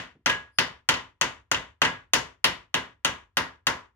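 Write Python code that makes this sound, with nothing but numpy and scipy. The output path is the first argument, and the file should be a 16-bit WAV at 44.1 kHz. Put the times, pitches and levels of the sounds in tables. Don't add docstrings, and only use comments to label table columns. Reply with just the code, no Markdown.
import sys
import numpy as np
from scipy import signal
from scipy.io import wavfile
from scipy.ndimage import uniform_filter1d

SR = 44100
rng = np.random.default_rng(int(sys.argv[2]) if len(sys.argv) > 2 else 0)


def dump(signal):
    limited = np.clip(np.atleast_2d(signal).T, -1, 1)
    pcm = np.round(limited * 32767).astype(np.int16)
    wavfile.write(sys.argv[1], SR, pcm)


N = 174195
THIRD_OCTAVES_HZ = 1000 * 2 ** (np.arange(-15, 13) / 3)
RUN_IN = 4000


def from_db(db):
    return 10 ** (np.asarray(db) / 20)


def at_hz(table, hz):
    frequencies, *columns = np.transpose(table)
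    return [np.interp(np.log(hz), np.log(frequencies), column) for column in columns]


def pan(balance_db):
    gains = from_db([[balance_db / 2], [-balance_db / 2]])
    return gains / np.sqrt(np.mean(gains ** 2))


def envelope(t, rise, t60):
    t = np.maximum(t, 0)
    return (1 - np.exp(-(t / rise) ** 2)) * from_db(-60 * t / t60)


# frequency in Hz, left-right correlation, balance in dB.
STEREO_FIELD = [(60, .99, 0), (150, .97, 0), (280, .7, 0), (550, .0, .3), (1000, .45, 1), (2000, .1, 3),
                (3200, 0, 3), (4600, -.1, 5), (6500, 0, 11), (9000, 0, 12), (15000, .3, 6)]

def band_noise(white, hz):
    sos = signal.butter(2, [hz / 2 ** (1 / 6), hz * 2 ** (1 / 6)], "band", fs=SR, output="sos")
    band = signal.sosfilt(sos, white)[..., RUN_IN:]
    band = band / band.std()
    correlation, balance_db = at_hz(STEREO_FIELD, hz)
    mid = np.sqrt((1 + correlation) / 2) * band[..., :1, :]
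    side = np.sqrt((1 - correlation) / 2) * band[..., 1:, :]
    return np.concatenate([mid + side, mid - side], axis=-2) * pan(balance_db)


# frequency in Hz, level in dB per third octave.
AMBIENT_SPECTRUM = [(30, -98.5), (70, -77), (130, -95.5), (300, -102), (1000, -97.5), (4000, -96.5),
                    (15000, -106)]

def workshop_ambience():
    white = rng.standard_normal((2, 2, N + RUN_IN))
    return sum(from_db(at_hz(AMBIENT_SPECTRUM, hz)[0]) * band_noise(white[k % 2], hz)
               for k, hz in enumerate(THIRD_OCTAVES_HZ))


# start in seconds, strength in dB, seven colour gains
# in dB (at COLOUR_HZ), gain of the workpiece ring in dB, gain of the hammer head ring in dB.
BLOWS = [(-.062, -1.5, -1, -2, 1, 2, 3.5, 1.5, -3, -6, 1.5),
         (0.2593, 1.5, -1, 0.5, 1, -0.5, 0.5, 0.5, -7.5, 0.5, 4),
         (.296, -4, -6, -1.5, 0.98, 1.5, -0.5, 0, -6.5, 14, -6.5),
         (0.585, 1.5, -2, -0.5, -0.22, 1.5, 7.5, -2.5, 0, 0.5, 0.5),
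         (0.888, 2, -3, 1, -0.97, 2, 2.5, 4.5, -2, -2, 1.5),
         (.939, -11, 1.5, 2.5, -0.53, 4, 4.5, -3.5, -9.5, -0.5, 3.5),
         (1.2114, 0, 2.5, 1, -0.4, 2, 1.5, 6.5, -3.5, -0.5, 1.5),
         (1.5141, 0, 3.5, -1, 0.64, -3.5, 1, 4, -3.5, -7.5, 1),
         (1.544, -10.5, -6.5, -1, -0.57, 7, -1, 4.5, -17, 2.5, 0),
         (1.8167, 4, -7.5, 0.5, 1, -2, -1.5, -1, -9, 3, 0),
         (1.849, -3.5, -2.5, -3, 0.23, 1, -1, -4.5, -9, 8.5, -2.5),
         (2.134, 3.5, -2.5, -1, -1.3, 0, 6, 5.5, 3, -8.5, 0),
         (2.4419, 2, -0.5, 0, -0.94, 4, 7.5, 0.5, 4, -7.5, -6.5),
         (2.7413, 0, -6.5, -0.5, -1.46, 0.5, -0.5, -1.5, -4, 5, -1),
         (3.0471, -.5, 1, 3, -1.6, 2, 0, 5.5, -1, 6.5, 1),
         (3.369, 0.5, -1.5, 1.5, 1, -2.5, 3, -3, 0, 2, 3.5),
         (3.668, 0.5, -0.5, 3.5, .5, -2.5, 3, 1, -1, 1.5, 1.5)]
COLOUR_HZ, NEUTRAL_HZ = [40, 1050, 1600, 3100, 4800, 6800, 11000], [150, 750]

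def hammer_blows():
    t = np.arange(int(.7 * SR)) / SR
    rings = metal_ring(t)
    responses = steel_crack(t) + bench_thud(t) + clatter_and_room(t) + rings
    out = np.zeros((2, N + 2 * SR))
    for (start_s, *_), response in zip(BLOWS, responses):
        start = SR + int(start_s * SR)
        out[:, start:start + len(t)] += response
    return out[:, SR:SR + N]


def excitation(hz):
    points_hz = np.array(COLOUR_HZ + NEUTRAL_HZ)
    order = np.argsort(points_hz)
    levels_db = []
    for _, strength_db, *colour_db, _, _ in BLOWS:
        curve_db = np.array(colour_db + [0, 0])[order]
        levels_db.append(strength_db + np.interp(np.log(hz), np.log(points_hz[order]), curve_db))
    return from_db(levels_db)[:, None, None]


def scatter():
    return np.clip(rng.standard_normal((len(BLOWS), 2)), -1.5, 1.5).T[:, :, None, None]


# frequency in Hz, level in dB, t60 in seconds, balance in dB.
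CONTACT_MODES = [(770, -24, .016, 0.5), (1000, -20, .018, 0.5), (1340, -18, 0.019, 1),
                 (1915, -20, 0.014, 4), (2764, -20, 0.036, 10), (2980, -18, 0.018, -1.5),
                 (4104, -17.5, .008, 4), (4900, -22, .008, 4), (6240, -17.5, .008, 14.5),
                 (7060, -19, 0.0041, 16.5), (9850, -21.5, .005, 15.5), (13400, -25.5, .004, 9)]
# delay in seconds, left gain in dB, right gain in dB.
REFLECTIONS = [(.0028, -9.5, -0.5), (.0072, -6, -2.5), (.0093, -18.5, -11)]

def steel_crack(t, detune=.04, spread_db=1.5):
    out, n = np.zeros((len(BLOWS), 2, len(t))), len(t) // 10
    arrival_s = .001038 + np.array([[0], [.0001]])
    direct_path = (0, .0069, .0025)
    for k, (hz, db, t60, balance_db) in enumerate(CONTACT_MODES):
        pitch, level = scatter()
        gain = (-1) ** k * excitation(hz) * from_db(db + spread_db * level) * pan(balance_db)
        for delay, left_db, right_db in [direct_path, *REFLECTIONS]:
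            age = np.maximum(t[:n] - arrival_s - delay, 0)
            wave = np.sin(2 * np.pi * hz * (1 + detune * pitch) * age) * from_db(-60 * age / t60)
            out[..., :n] += gain * from_db([[left_db], [right_db]]) * wave
    return out


def bench_thud(t, hz=40):
    push = np.sin(2 * np.pi * hz * t) * envelope(t, rise=.002, t60=.02)
    return from_db(-59) * excitation(hz) ** 2 * push


# frequency in Hz, then snap, clatter and room tail levels
# in dB per third octave.
DENSE_SPECTRUM = [(30, -67.5, -66.5, -77), (60, -60, -62, -50), (123, -48, -35.5, -43.5),
                  (356, -44.5, -37.5, -38), (500, -43, -31, -37), (630, -40, -39.5, -34.5),
                  (800, -37.5, -41, -38), (1020, -27, -27.5, -30.5), (1610, -26, -24, -29.5),
                  (2200, -27, -27.5, -30), (3000, -27, -19.5, -28.5), (3900, -27.5, -43.5, -34),
                  (4650, -25, -32.5, -37), (6200, -26, -31, -38), (7600, -34, -44, -50.5),
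                  (10200, -20.5, -36.5, -44.5), (12700, -28, -46, -50), (16770, -27.5, -41.5, -47.5)]
# frequency in Hz, t60 in seconds.
ROOM_T60 = [(60, 0.56), (160, 0.29), (420, .31), (1100, 0.32), (2900, 0.29), (4200, .24), (6000, 0.26),
            (9000, 0.24), (15000, 0.096)]
# frequency in Hz, share of power (capped at 0.85 in use).
COMMON_SHARE = [(60, 0.2), (1000, 0.8), (3000, .55), (8000, 1)]
CLATTER_RISE_S, RISE_CYCLES = .0014, 1.5

def clatter_and_room(t):
    out, white = 0, rng.standard_normal((len(BLOWS) + 1, 2, 2, len(t) + RUN_IN))
    for k, hz in enumerate(THIRD_OCTAVES_HZ):
        snap_db, clatter_db, room_db = at_hz(DENSE_SPECTRUM, hz)
        build_s = RISE_CYCLES / hz
        snap = from_db(snap_db) * envelope(t, rise=.0016 + build_s / 2, t60=.01)
        clatter = from_db(clatter_db) * envelope(t, rise=CLATTER_RISE_S + build_s / 2, t60=.08)
        tail = from_db(room_db) * envelope(t, rise=.0085 + build_s, t60=at_hz(ROOM_T60, hz)[0])
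        power = snap ** 2 + clatter ** 2 + tail ** 2
        noise = band_noise(white[:, k % 2], hz)
        common = np.clip(at_hz(COMMON_SHARE, hz)[0], 0, .85)
        band = (np.sqrt(common) * noise[0] + np.sqrt(1 - common) * noise[1:]) * np.sqrt(power)
        band *= np.sqrt(power.sum() / (band ** 2).sum(axis=-1, keepdims=True))
        out = out + band * pan(at_hz(STEREO_FIELD, hz)[1]) * excitation(hz)
    return out


def free_vibration(t, modes, spread_db, detune=.006):
    out = 0
    for hz, db, t60, balance_db in modes:
        pitch, level = scatter()
        phase = 2 * np.pi * hz * (1 + detune * pitch) * t + rng.uniform(0, 2 * np.pi)
        right_lag = np.arccos(at_hz(STEREO_FIELD, hz)[0])
        wave = np.sin(phase - np.array([[0], [right_lag]]))
        gain = excitation(hz) * from_db(db + spread_db * level) * pan(balance_db)
        decay = envelope(t, CLATTER_RISE_S + RISE_CYCLES / hz, min(t60, at_hz(ROOM_T60, hz)[0]))
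        out = out + gain * wave * decay
    return out


# frequency in Hz, level in dB,
# t60 in seconds (capped at the room's), balance in dB.
VISE_MODES = [(60.5, -57.5, 0.95, 2.5), (83.6, -48, .6, 1.5), (100.4, -42.5, 0.78, 6),
              (168.94, -39.5, 0.29, -0.5), (260.4, -37.5, 0.49, 2), (550, -36.5, .22, 0),
              (898, -29.5, 0.23, -5), (998, -31, .27, -4.5), (1130, -31, 0.085, 5.5),
              (1432, -39.5, .14, -14.5), (1452, -38.5, 0.34, 3.5), (1904, -35.5, .2, -4.5),
              (1892, -32, 0.35, 2.5), (1895, -32, 0.061, 5), (1998, -29, 0.26, -0.5),
              (2710, -36.5, .16, -0.5), (2953, -32, 0.27, 6.5), (3116, -44.5, 0.12, -10)]
WORKPIECE_MODES = [(1662, -33.5, 0.74, -2), (1663, -41.5, 0.72, -3.5), (2867, -39, 0.2, 3.5),
                   (3370, -45, 0.087, -5)]
HEAD_MODES = [(4732, -47, .17, 4), (4867, -43, .23, 4), (5879, -46, .2, 9), (6025, -44, .23, 9),
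              (6185, -45, .2, 9), (6325, -46, .16, 10), (9665, -55, .16, 10), (10950, -55, .16, 10),
              (12400, -57, .16, 8), (15000, -55, .17, 4)]

def metal_ring(t):
    workpiece_gain, head_gain = from_db(np.array(BLOWS).T[-2:, :, None, None])
    vise = free_vibration(t, VISE_MODES, spread_db=.5)
    workpiece = free_vibration(t, WORKPIECE_MODES, spread_db=.5)
    head = free_vibration(t, HEAD_MODES, spread_db=3)
    return vise + workpiece_gain * workpiece + head_gain * head


# start in seconds, level in dB.
KNOCKS = [(0.149, -50.5), (.192, -62)]

def handling_knocks(hz=230):
    t = np.arange(N) / SR
    sos = signal.butter(2, [hz / 2, hz * 1.6], "band", fs=SR, output="sos")
    noise = signal.sosfilt(sos, rng.standard_normal(N))
    bursts = sum(from_db(db) * envelope(t - start, rise=.0061, t60=.12) for start, db in KNOCKS)
    return noise / noise.std() * bursts


# frequency in Hz, level in dB at the top of the swell.
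SCRAPE_RESONANCES = [(4950, -70), (9500, -73), (10700, -73)]

def steel_scrape(start_s=.51, end_s=.585, q=12):
    out, swell = 0, np.interp(np.arange(N) / SR, [start_s, end_s], [0, 1], right=0)
    for hz, db in SCRAPE_RESONANCES:
        sos = signal.butter(2, [hz * (1 - .5 / q), hz * (1 + .5 / q)], "band", fs=SR, output="sos")
        noise = signal.sosfilt(sos, rng.standard_normal((2, N)))
        out = out + from_db(db) * noise / noise.std() * pan(at_hz(STEREO_FIELD, hz)[1])
    return out * swell


def scene():
    return hammer_blows() + handling_knocks() + steel_scrape() + workshop_ambience()


def expander(x, above_hz=400, window_s=.02, threshold_db=-58, slope=.59, max_cut_db=7):
    upper = signal.sosfiltfilt(signal.butter(2, above_hz, "high", fs=SR, output="sos"), x)
    power = uniform_filter1d(np.mean(upper ** 2, axis=0), int(window_s * SR))
    level_db = 10 * np.log10(np.abs(power) + 1e-18)
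    cut_db = np.clip(slope * (threshold_db - level_db), 0, max_cut_db)
    return x - upper * (1 - from_db(-cut_db))


def record(dry):
    low_pass = signal.ellip(10, .2, 80, 15900, fs=SR, output="sos")
    return signal.sosfilt(low_pass, np.tanh(expander(dry)))


dry = scene()
out = record(dry)
dump(out)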